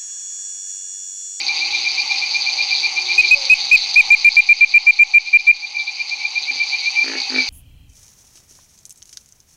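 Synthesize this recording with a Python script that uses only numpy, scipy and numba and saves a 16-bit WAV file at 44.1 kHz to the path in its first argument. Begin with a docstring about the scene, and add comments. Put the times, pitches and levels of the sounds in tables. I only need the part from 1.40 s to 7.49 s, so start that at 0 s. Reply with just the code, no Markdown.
"""A treefrog on a branch close by whistles a run of loud peeps: short pure tones that swell, glide and shut off.
Its neighbours, on a wetland at night, peep and whistle further off, and another frog grunts twice in trains of
ringing pulses. Behind them are a chorus of decaying clicks, soft gliding hoots, and shaped noise for the insects,
blurred peeps, the low drone of far frogs and the night air.
The close peeps drive the recorder's gain control, so the chorus sinks and slowly comes back."""
import sys
import numpy as np
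from scipy import signal
from scipy.fft import rfft, irfft, next_fast_len
from scipy.io import wavfile
from scipy.ndimage import uniform_filter1d, minimum_filter1d, map_coordinates
from numba import njit

SR = 44100
rng = np.random.default_rng(int(sys.argv[2]) if len(sys.argv) > 2 else 0)


def output_pcm(signal):
    """Save a mono or channel-first signal as 16-bit PCM at the path in sys.argv[1].

    Samples are clipped to [-1, 1] before scaling.
    """
    pcm = np.clip(np.atleast_2d(signal).T, -1, 1) * 32767
    wavfile.write(sys.argv[1], SR, np.round(pcm).astype(np.int16))


N = 268569  # length of the scene in samples

# Night air: frequency_hz, relative_level_db (per Hz)
AIR_SPECTRUM = [(20, -9), (60, -7), (150, -15.5), (270, -4), (350, -1), (600, -1.5), (1500, -2),
                (5000, -6.5), (9800, -21.5), (10500, -64.5)]
# Low drone of far frogs: frequency_hz, relative_level_db (per Hz)
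DRONE_SPECTRUM = [(550, -36), (700, -16.5), (765, 5), (860, 3.5), (960, -7.5), (1150, -7.5), (1400, -24),
                  (1900, -45.5)]
# Blurred peeps of far frogs: frequency_hz, relative_level_db (per Hz)
FAR_PEEP_SPECTRUM = [(1700, -35.5), (2020, -6.5), (2200, 3.5), (2380, 0.5), (2480, 6.5), (2590, 2),
                     (2750, -3.5), (3200, -6.5), (3800, -51.5)]
# Buzzing insects: frequency_hz, relative_level_db (per Hz)
INSECT_SPECTRUM = [(4800, -22), (5300, -4.5), (5900, -0.5), (6470, 2), (6640, -11), (7150, -16),
                   (7700, -25.5), (8800, -27), (9600, -26), (10000, -39), (10400, -69.5)]
# Wash of the farthest clicking frogs: frequency_hz, relative_level_db (per Hz)
WASH_SPECTRUM = [(2600, -38), (3200, -20), (3700, -5.5), (4200, -1.5), (4680, 7), (4930, -23), (5200, -20),
                 (5800, -31.5), (7000, -50)]
# The loudest short rattles of the nearest clicking frogs: start_s, level_db
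CLOSE_RATTLES = [(.082, -5.5), (.784, -10), (2.053, -5.5), (2.193, -14), (2.378, -6), (2.543, -4),
                 (2.957, -3), (4.696, -5.5), (5.802, -7), (5.818, -8)]
CHORUS_SWAY_DB = 1.4

# Upper limit of the background sounds: frequency_hz, gain_db
BACKGROUND_LOWPASS = [(10000, 0), (10800, -51.5)]
# Echoes among the trees: frequency_hz, fade_s (time to fall by 60 dB)
ECHO_FADE = [(200, 0.19), (2400, .3), (10000, 0.058)]

# Faint far hoots: start_s, length_s, start_hz, end_hz, level_db (before a shared 1 dB lift)
HOOT_CALLS = [(-.2, 0.89, 352.6, 343.6, -52), (1.1, 0.13, 677.2, 547, -53), (1.1, 0.42, 414.4, 374, -57),
              (1.5, .45, 358, 373, -53.5), (1.933, 0.12, 581, 521, -38), (4.95, 0.23, 537, 512, -58)]

# Grunts and single clucks: start_s, length_s, pulses_per_s, level_db
GRUNT_CALLS = [(5.112, .01, 54, -29), (5.161, .01, 54, -35), (5.644, .142, 54.5, -21.5),
               (5.904, 0.1, 51.5, -21.5)]
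# How hard a grunt is pushed along its length: share_of_grunt (0 to 1), push_db
PUSH_SHAPE = [(0, -6), (.2, -2.5), (.45, -2.5), (.76, 1.5), (.92, -19)]
# Tones of the grunting frog's throat and body: frequency_hz, level_db, fade_s (time to fall by 60 dB)
THROAT_TONES = [(259.6, -6, 0.077), (361, 0.5, 0.017), (438, -8, 0.013), (582, -10.5, 0.02),
                (790, -20, .025), (1360, -19.5, 0.058), (1530, -12.5, 0.035), (1750, -4.5, 0.018),
                (1874, -3, 0.018), (2540, -13, .015)]
# The rasp of a grunt: frequency_hz, relative_level_db (per Hz)
WHEEZE_SPECTRUM = [(700, -29), (1000, -7.5), (1450, 3), (1850, 0), (2100, -9), (2700, -30)]

# Longer, quavering whistles further off: start_s, pitch_hz, level_db
WHISTLE_CALLS = [(4.335, 2344, -10.5), (4.768, 2330, -13.5), (5.151, 2340, -13), (5.372, 2260, -24.5),
                 (5.523, 2365, -10), (5.62, 2252, -28), (5.728, 2250, -23.5), (5.922, 2340, -11.5),
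                 (5.95, 2295, -21)]
# How a distant peep or whistle swells: share_of_note (0 to 1), amplitude (0 to 1)
SWELL_SHAPE = [(0, 0), (.2, 0.073), (.38, 0.44), (.6, 0.63), (.74, 0.89), (.84, 0.31), (1, 0)]
# How its pitch rises, in full for peeps, in part for whistles: share_of_note (0 to 1), offset_hz
RISE_SHAPE = [(0, -150), (.35, -35), (.7, -7.5), (1, 29.5)]
# A neighbour's bouts: first_peak_s, last_peak_s, first_level_db, last_level_db, slowing_notes, echo_db
PEEP_BOUTS = [(-.009, 1.854, -12, -9, 1.8, -6), (3.885, 5.630, -5.5, -6.5, .95, -18.5)]
PEEP_PERIOD_S = .1218

# The close frog's notes: start_s, length_s
NEAR_NOTES = [(1.778, .037), (1.908, .043), (2.096, 0.048), (2.312, 0.053), (2.558, .056), (2.703, .050),
              (2.845, .048), (2.966, 0.043), (3.088, .045), (3.207, 0.044), (3.337, .047), (3.464, 0.048),
              (3.587, 0.051), (3.735, .052), (3.927, 0.048), (4.066, .052)]
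# Its notes go from high and arched to lower and level: time_s, pitch_hz, arch_hz, level_db
# (level_db is the drive into the gain control)
NOTE_CONTROLS = [(1.779, 2461, 45, -1.5), (2.1, 2480, 75, 1.5), (2.31, 2400, 150, 1), (2.559, 2361, 160, 3),
                 (2.721, 2349, 57, 5.5), (3.05, 2362, 11, 9.5), (4.07, 2360, 12, 16)]
# The course of its pitch flick: share_of_note (0 to 1), share_of_flick (0 to 1)
FLICK_SHAPE = [(0, 0.083), (.3, .03), (.68, 0.06), (.88, 1), (1, .2)]
# Its second to sixth harmonics, in order: level_db (before the edge settings)
HARMONIC_LEVELS = [-36.5, -37.5, -43, -52.5, -57.5]
# The fine hiss on its notes: frequency_hz, relative_level_db (per Hz)
HISS_SPECTRUM = [(2000, -25), (5000, -7.5), (7400, 1.5), (8600, 5.5), (12000, 0), (15800, -5)]
ATTACK_S, RELEASE_S = 0.0054, 0.0041
SLOWER_FROM_S, ATTACK_GROWS_S_PER_S = 2.99, .026  # late in the run each note swells more slowly
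FLICK_HZ, FLICK_LOST_PER_ARCH = 74, .6  # the more arched a note, the less its pitch flicks up at the end
ARCH_LATE = 1.2  # above 1 the arch peaks after the middle of the note
FLUTTER_DB = .42

TOP_HZ = 15830  # nothing above this is kept


def amp(db):
    """Turn decibels into a plain gain."""
    return 10 ** (np.asarray(db) / 20)


def unit(x):
    """Scale a sound to an average (rms) level of 1."""
    return x / np.sqrt(np.mean(x ** 2) + 1e-20)


def along(points, hz):
    """Read a curve of (frequency, value) points, evenly by pitch rather than by Hz."""
    frequencies, values = np.transpose(points)
    return np.interp(np.log(hz + 1), np.log(frequencies + 1), values)


def wobble(rate, size=N):
    """A smooth random curve around 0, with rate new random points a second."""
    points = rng.standard_normal(int(size * rate / SR) + 4)
    return map_coordinates(points, [np.arange(size) * rate / SR])


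def filtered(x, response):
    """Multiply each frequency of a sound by a gain."""
    size = next_fast_len(N + SR // 2)  # spare room so the end does not wrap onto the start
    return irfft(rfft(x, size) * response(np.fft.rfftfreq(size, 1 / SR)), size)[:N]


def coloured(x, spectrum):
    """Shape a sound by a spectrum and bring it to rms 1."""
    return unit(filtered(x, lambda hz: amp(along(spectrum, hz))))


def noise(spectrum):
    """Steady hiss with a given spectrum, at rms 1."""
    return coloured(rng.standard_normal(N), spectrum)


def add(track, s, sound):
    """Mix a sound into the track at time s, dropping what falls outside."""
    at = round(s * SR) + np.arange(len(sound))
    inside = (at >= 0) & (at < N)
    track[at[inside]] += sound[inside]


def progress(length):
    """Count from 0 to 1 over a note, one value per sample."""
    return np.linspace(0, 1, int(length * SR))


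def contour(points, u):
    """A shape over a note, with rounded corners."""
    return uniform_filter1d(np.interp(u, *np.transpose(points)), size=60)


def phase(hz):
    """The running angle of a tone whose pitch may glide."""
    return 2 * np.pi * np.cumsum(hz) / SR


def woods(x):
    """Scattered echoes from trunks and leaves: a fading burst of noise, each pitch fading at its own pace."""
    hz, t, grains = signal.stft(rng.standard_normal(SR // 2), SR, nperseg=256)
    fade = amp(-60 * t / along(ECHO_FADE, hz)[:, None])
    tail = signal.istft(grains * fade, SR, nperseg=256)[1]
    delayed_tail = np.pad(tail / np.linalg.norm(tail), (SR // 100, 0))  # starts 10 ms late
    return signal.fftconvolve(x, delayed_tail)[:N]


def far_chorus():
    """Crowds too far to tell apart become wavering noise: insects, blurred peeps and a drone, over steady night air."""
    insects = amp(-35.0 + 1.7 * wobble(120)) * noise(INSECT_SPECTRUM)
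    peeps = amp(-31.5 + 1.9 * wobble(22)) * noise(FAR_PEEP_SPECTRUM)
    drone = amp(-41.0 + 2.1 * wobble(9)) * noise(DRONE_SPECTRUM)
    air = amp(-47.5) * noise(AIR_SPECTRUM)
    return insects + peeps + drone + air


def click_pulse(hz, click_s=0.00038):
    """One click: a tone that jumps up and dies away within a few thousandths of a second."""
    t = np.arange(SR // 200) / SR
    return t / click_s * np.exp(1 - t / click_s) * np.sin(2 * np.pi * hz * t)


def clicking_crowd(bursts_per_s=170, spread_db=4, click_hz=4450, pitch_spread=0.076):
    """Countless small frogs rattle off a few pulses, each at its own pitch, pace and distance."""
    crowd = np.zeros(N)
    for when, pace, pulses, *spread in rng.random((int(bursts_per_s * N / SR), 7)):
        # two random numbers, centred on 0 with a typical size of 1
        loudness, pitch = np.sqrt(6) * (np.array(spread[:2]) - spread[2:])
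        click = amp(spread_db * loudness) * click_pulse(click_hz * np.exp(pitch_spread * pitch))
        pulses_per_s = 90 + 110 * pace
        for k in range(2 + int(5 * pulses)):
            add(crowd, when * N / SR + k / pulses_per_s, amp(-1.2 * k) * click)
    return coloured(crowd, [(2800, -13), (3500, -2.5), (4880, -0.5), (5200, -11.5), (7000, -30.5)])


def close_clickers(click_hz=4450, strays_per_s=3, stray_db=-11.5, stray_range_db=5,
                   rattle_s=0.0025, rattle_fade_db=5):
    """The nearest clicking frogs stand out as quick rattles of three fading clicks, some at random times."""
    close, strays = np.zeros(N), []
    for when, far in rng.random((int(strays_per_s * N / SR), 2)):
        strays.append((when * N / SR, stray_db - stray_range_db * far))
    for s, db in list(CLOSE_RATTLES) + strays:
        click = amp(db) * click_pulse(click_hz * rng.normal(1, 0.01))
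        for k in range(3):
            add(close, s + k * rattle_s, amp(-k * rattle_fade_db) * click)
    return close


def clicking_chorus():
    """The crowd of clicks and the wash of the farthest frogs sway in level together, under the nearest rattles."""
    background = amp(-25) * clicking_crowd() + amp(-27.5) * noise(WASH_SPECTRUM)
    return background * amp(CHORUS_SWAY_DB * wobble(45)) + close_clickers()


def hoots(waver_hz=7, flutter_db=0.9):
    """Soft low tones from far away glide in pitch, blurred by the trees."""
    out = np.zeros(N)
    for s, length, start_hz, end_hz, db in HOOT_CALLS:
        u = progress(length)
        level = amp(db + flutter_db * wobble(45, len(u)))
        swell = np.sqrt(np.abs(np.sin(np.pi * u)))
        pitch_hz = start_hz + (end_hz - start_hz) * u + waver_hz * wobble(40, len(u))
        add(out, s, level * swell * np.sin(phase(pitch_hz)))
    return amp(1.0) * out + woods(out)


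def throat_ring(t, scatter_db):
    """One pulse sets the tones of the throat and body ringing, each fading at its own pace."""
    ring = np.zeros(len(t))
    for hz, level, fade_s in THROAT_TONES:
        fading_db = level + rng.normal(0, scatter_db) - 60 * t / fade_s
        ring += amp(fading_db) * np.sin(2 * np.pi * hz * t)
    return ring


def grunter(scatter_db=1.4, rasp_db=-16, wheeze_db=-21):
    """Each grunt is a short train of pulses, strongest late on, that ring the throat over a fine rasp."""
    out, t, wheeze = np.zeros(N), np.arange(SR // 6) / SR, noise(WHEEZE_SPECTRUM)
    for s, length, rate, db in GRUNT_CALLS:
        u = progress(length)
        breath = wheeze[round(s * SR):][:len(u)]
        add(out, s, amp(db + wheeze_db + contour(PUSH_SHAPE, u)) * breath)
        for delay in np.arange(0, length, 1 / rate):
            push_db = np.interp(delay / length, *np.transpose(PUSH_SHAPE))
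            pulse = amp(db + push_db) * throat_ring(t, scatter_db)
            add(out, s + delay + rng.normal(0, .0001), pulse)
    out = out * (1 + amp(rasp_db) * wobble(1500))
    # a small body radiates no deep bass
    out = filtered(out, lambda hz: amp(along([(150, -43.0), (210, -19), (245, 1.5)], hz)))
    return out + amp(-9) * woods(out)


def whistlers(length=0.0993, quaver_db=5.5, glide=.4):
    """Other treefrogs draw the note out, with a quick quaver in its loudness and a smaller rise in pitch."""
    out, u = np.zeros(N), progress(length)
    for s, hz, db in WHISTLE_CALLS:
        level = amp(db + quaver_db * np.tanh(wobble(177, len(u))))
        tone = np.sin(phase(hz + glide * contour(RISE_SHAPE, u)))
        add(out, s, level * contour(SWELL_SHAPE, u) * tone)
    return out + amp(-12) * woods(out)


def neighbour(hz=2395, length=.056, echo_s=.027):
    """Peeps eight a second swell as they rise; each bout slows at its end, and a trunk throws the notes back."""
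    out, u = np.zeros(N), progress(length)
    swell = contour(SWELL_SHAPE, u)
    for first, last, first_db, last_db, slowing, echo_db in PEEP_BOUTS:
        beats = np.arange(first, last, PEEP_PERIOD_S)
        # the delay grows towards the end, so that the final peak lands on its time
        lag = (last - beats[-1]) * np.exp((beats - beats[-1]) / (slowing * PEEP_PERIOD_S))
        for peak, db in zip(beats + lag, np.linspace(first_db, last_db, len(beats))):
            level = amp(db + 2.0 * wobble(200, len(u)))
            pitch_hz = hz + contour(RISE_SHAPE, u) + rng.normal(0, 6)
            note = level * swell * np.sin(phase(pitch_hz))
            start = peak - .74 * length  # the swell is fullest at this share of the note
            add(out, start, note)
            add(out, start + echo_s, amp(echo_db) * swell * note)
    return out + amp(-15.5) * woods(out)


def after_blip(length=.014, hz=2290, spread_hz=55, db=-26.5):
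    """A soft, lower blip just after the close frog shuts off a note."""
    u = progress(length)
    tone = np.sin(2 * np.pi * rng.normal(hz, spread_hz) * length * u)
    return amp(db + rng.uniform(-2, 2)) * np.sin(np.pi * u) * tone


def near_frog(waver_hz=9, swell_db=3, drop_hz=160, rasp_db=-44, edge_grows=0.25, edge_flutter_db=6.0):
    """The vocal sac rings as one fluttering tone that swells, then sags as it shuts; stronger drive is purer."""
    out, rasp = np.zeros(N), noise(HISS_SPECTRUM)
    times, *controls = np.transpose(NOTE_CONTROLS)
    for s, length in NEAR_NOTES:
        hz, arch_hz, db = (np.interp(s, times, control) for control in controls)
        u = progress(length)
        attack_s = ATTACK_S + ATTACK_GROWS_S_PER_S * max(s - SLOWER_FROM_S, 0)
        opening = np.minimum(u * length / attack_s, 1)
        closing = np.minimum((1 - u) * length / RELEASE_S, 1)

        arch = arch_hz * np.sin(np.pi * u ** ARCH_LATE) ** 2
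        flick = (FLICK_HZ - FLICK_LOST_PER_ARCH * arch_hz) * contour(FLICK_SHAPE, u)
        sag = drop_hz * (1 - closing)
        turn = phase(hz + arch + flick - sag + waver_hz * wobble(500, len(u)))

        # the edge (harmonics and hiss) grows less with the drive than the main tone
        edge = amp(rasp_db) * rasp[round(s * SR):][:len(u)]
        for k, level in enumerate(HARMONIC_LEVELS, 2):
            edge = edge + amp(level + 3.4 * wobble(160, len(u))) * np.sin(k * turn)
        edge = edge * amp(edge_grows * db + edge_flutter_db * wobble(220, len(u)))

        swell = amp(swell_db * (u - 1) + FLUTTER_DB * wobble(1000, len(u)))
        envelope = opening * closing ** 2 * swell
        add(out, s, envelope * (amp(db) * np.sin(turn) + edge))
        add(out, s + length + rng.uniform(.002, 0.0059), amp(db) * after_blip())
    return out + amp(-33.5) * woods(out)


def scene():
    """All sounds meet at one microphone; the background stops near 10 kHz, the close frog reaches higher."""
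    background = far_chorus() + clicking_chorus() + hoots() + grunter() + whistlers() + neighbour()
    limited_background = filtered(background, lambda hz: amp(along(BACKGROUND_LOWPASS, hz)))
    return (near_frog() + limited_background)[None]


def microphone(x, overload=0.51, thump=0.021, thump_grows=.3, thump_top_hz=550, unevenness=.22):
    """Crests that overload the capsule shift its rest point with a soft, uneven thump."""
    load = uniform_filter1d(np.abs(x), size=74) / overload
    strain = np.tanh(load ** 4) * np.abs(load) ** thump_grows
    strain = strain * (1 + unevenness * wobble(900))

    def thump_band(hz):
        """Keep the low frequencies, without the steady offset."""
        return 1j * hz / (4 + 1j * hz) / (1 + (hz / thump_top_hz) ** 4)

    return x + thump * filtered(strain, thump_band)


@njit
def follow(excess, attack, release):
    """Gain reduction that climbs to the excess level and relaxes, with time constants in samples."""
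    out, held = np.zeros(len(excess)), 0.0
    for i in range(len(excess)):
        held += (excess[i] - held) / (attack if excess[i] > held else release)
        out[i] = held
    return out


def gain_control(x, ceiling_db, attack_s, release_s):
    """Turn the sound down while its crests pass the ceiling."""
    crests = -minimum_filter1d(-np.abs(x), size=96)  # the highest sample nearby
    excess_db = np.maximum(20 * np.log10(crests + 1e-9) - ceiling_db, 0)
    reduction_db = follow(excess_db, attack_s * SR, release_s * SR)
    return x * amp(-uniform_filter1d(reduction_db, size=90))


def record(dry, top=0.72):
    """A slow gain control, a quick limiter, clipping of the crests that slip through, and the band limit."""
    x = gain_control(microphone(dry[0]), ceiling_db=1.0, attack_s=0.04, release_s=1.0)
    x = gain_control(x, ceiling_db=-2.5, attack_s=0.00015, release_s=0.016)
    clipped = np.clip(x, -top, top)
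    return filtered(clipped, lambda hz: hz < TOP_HZ)[None]


dry = scene()
out = record(dry)
output_pcm(out)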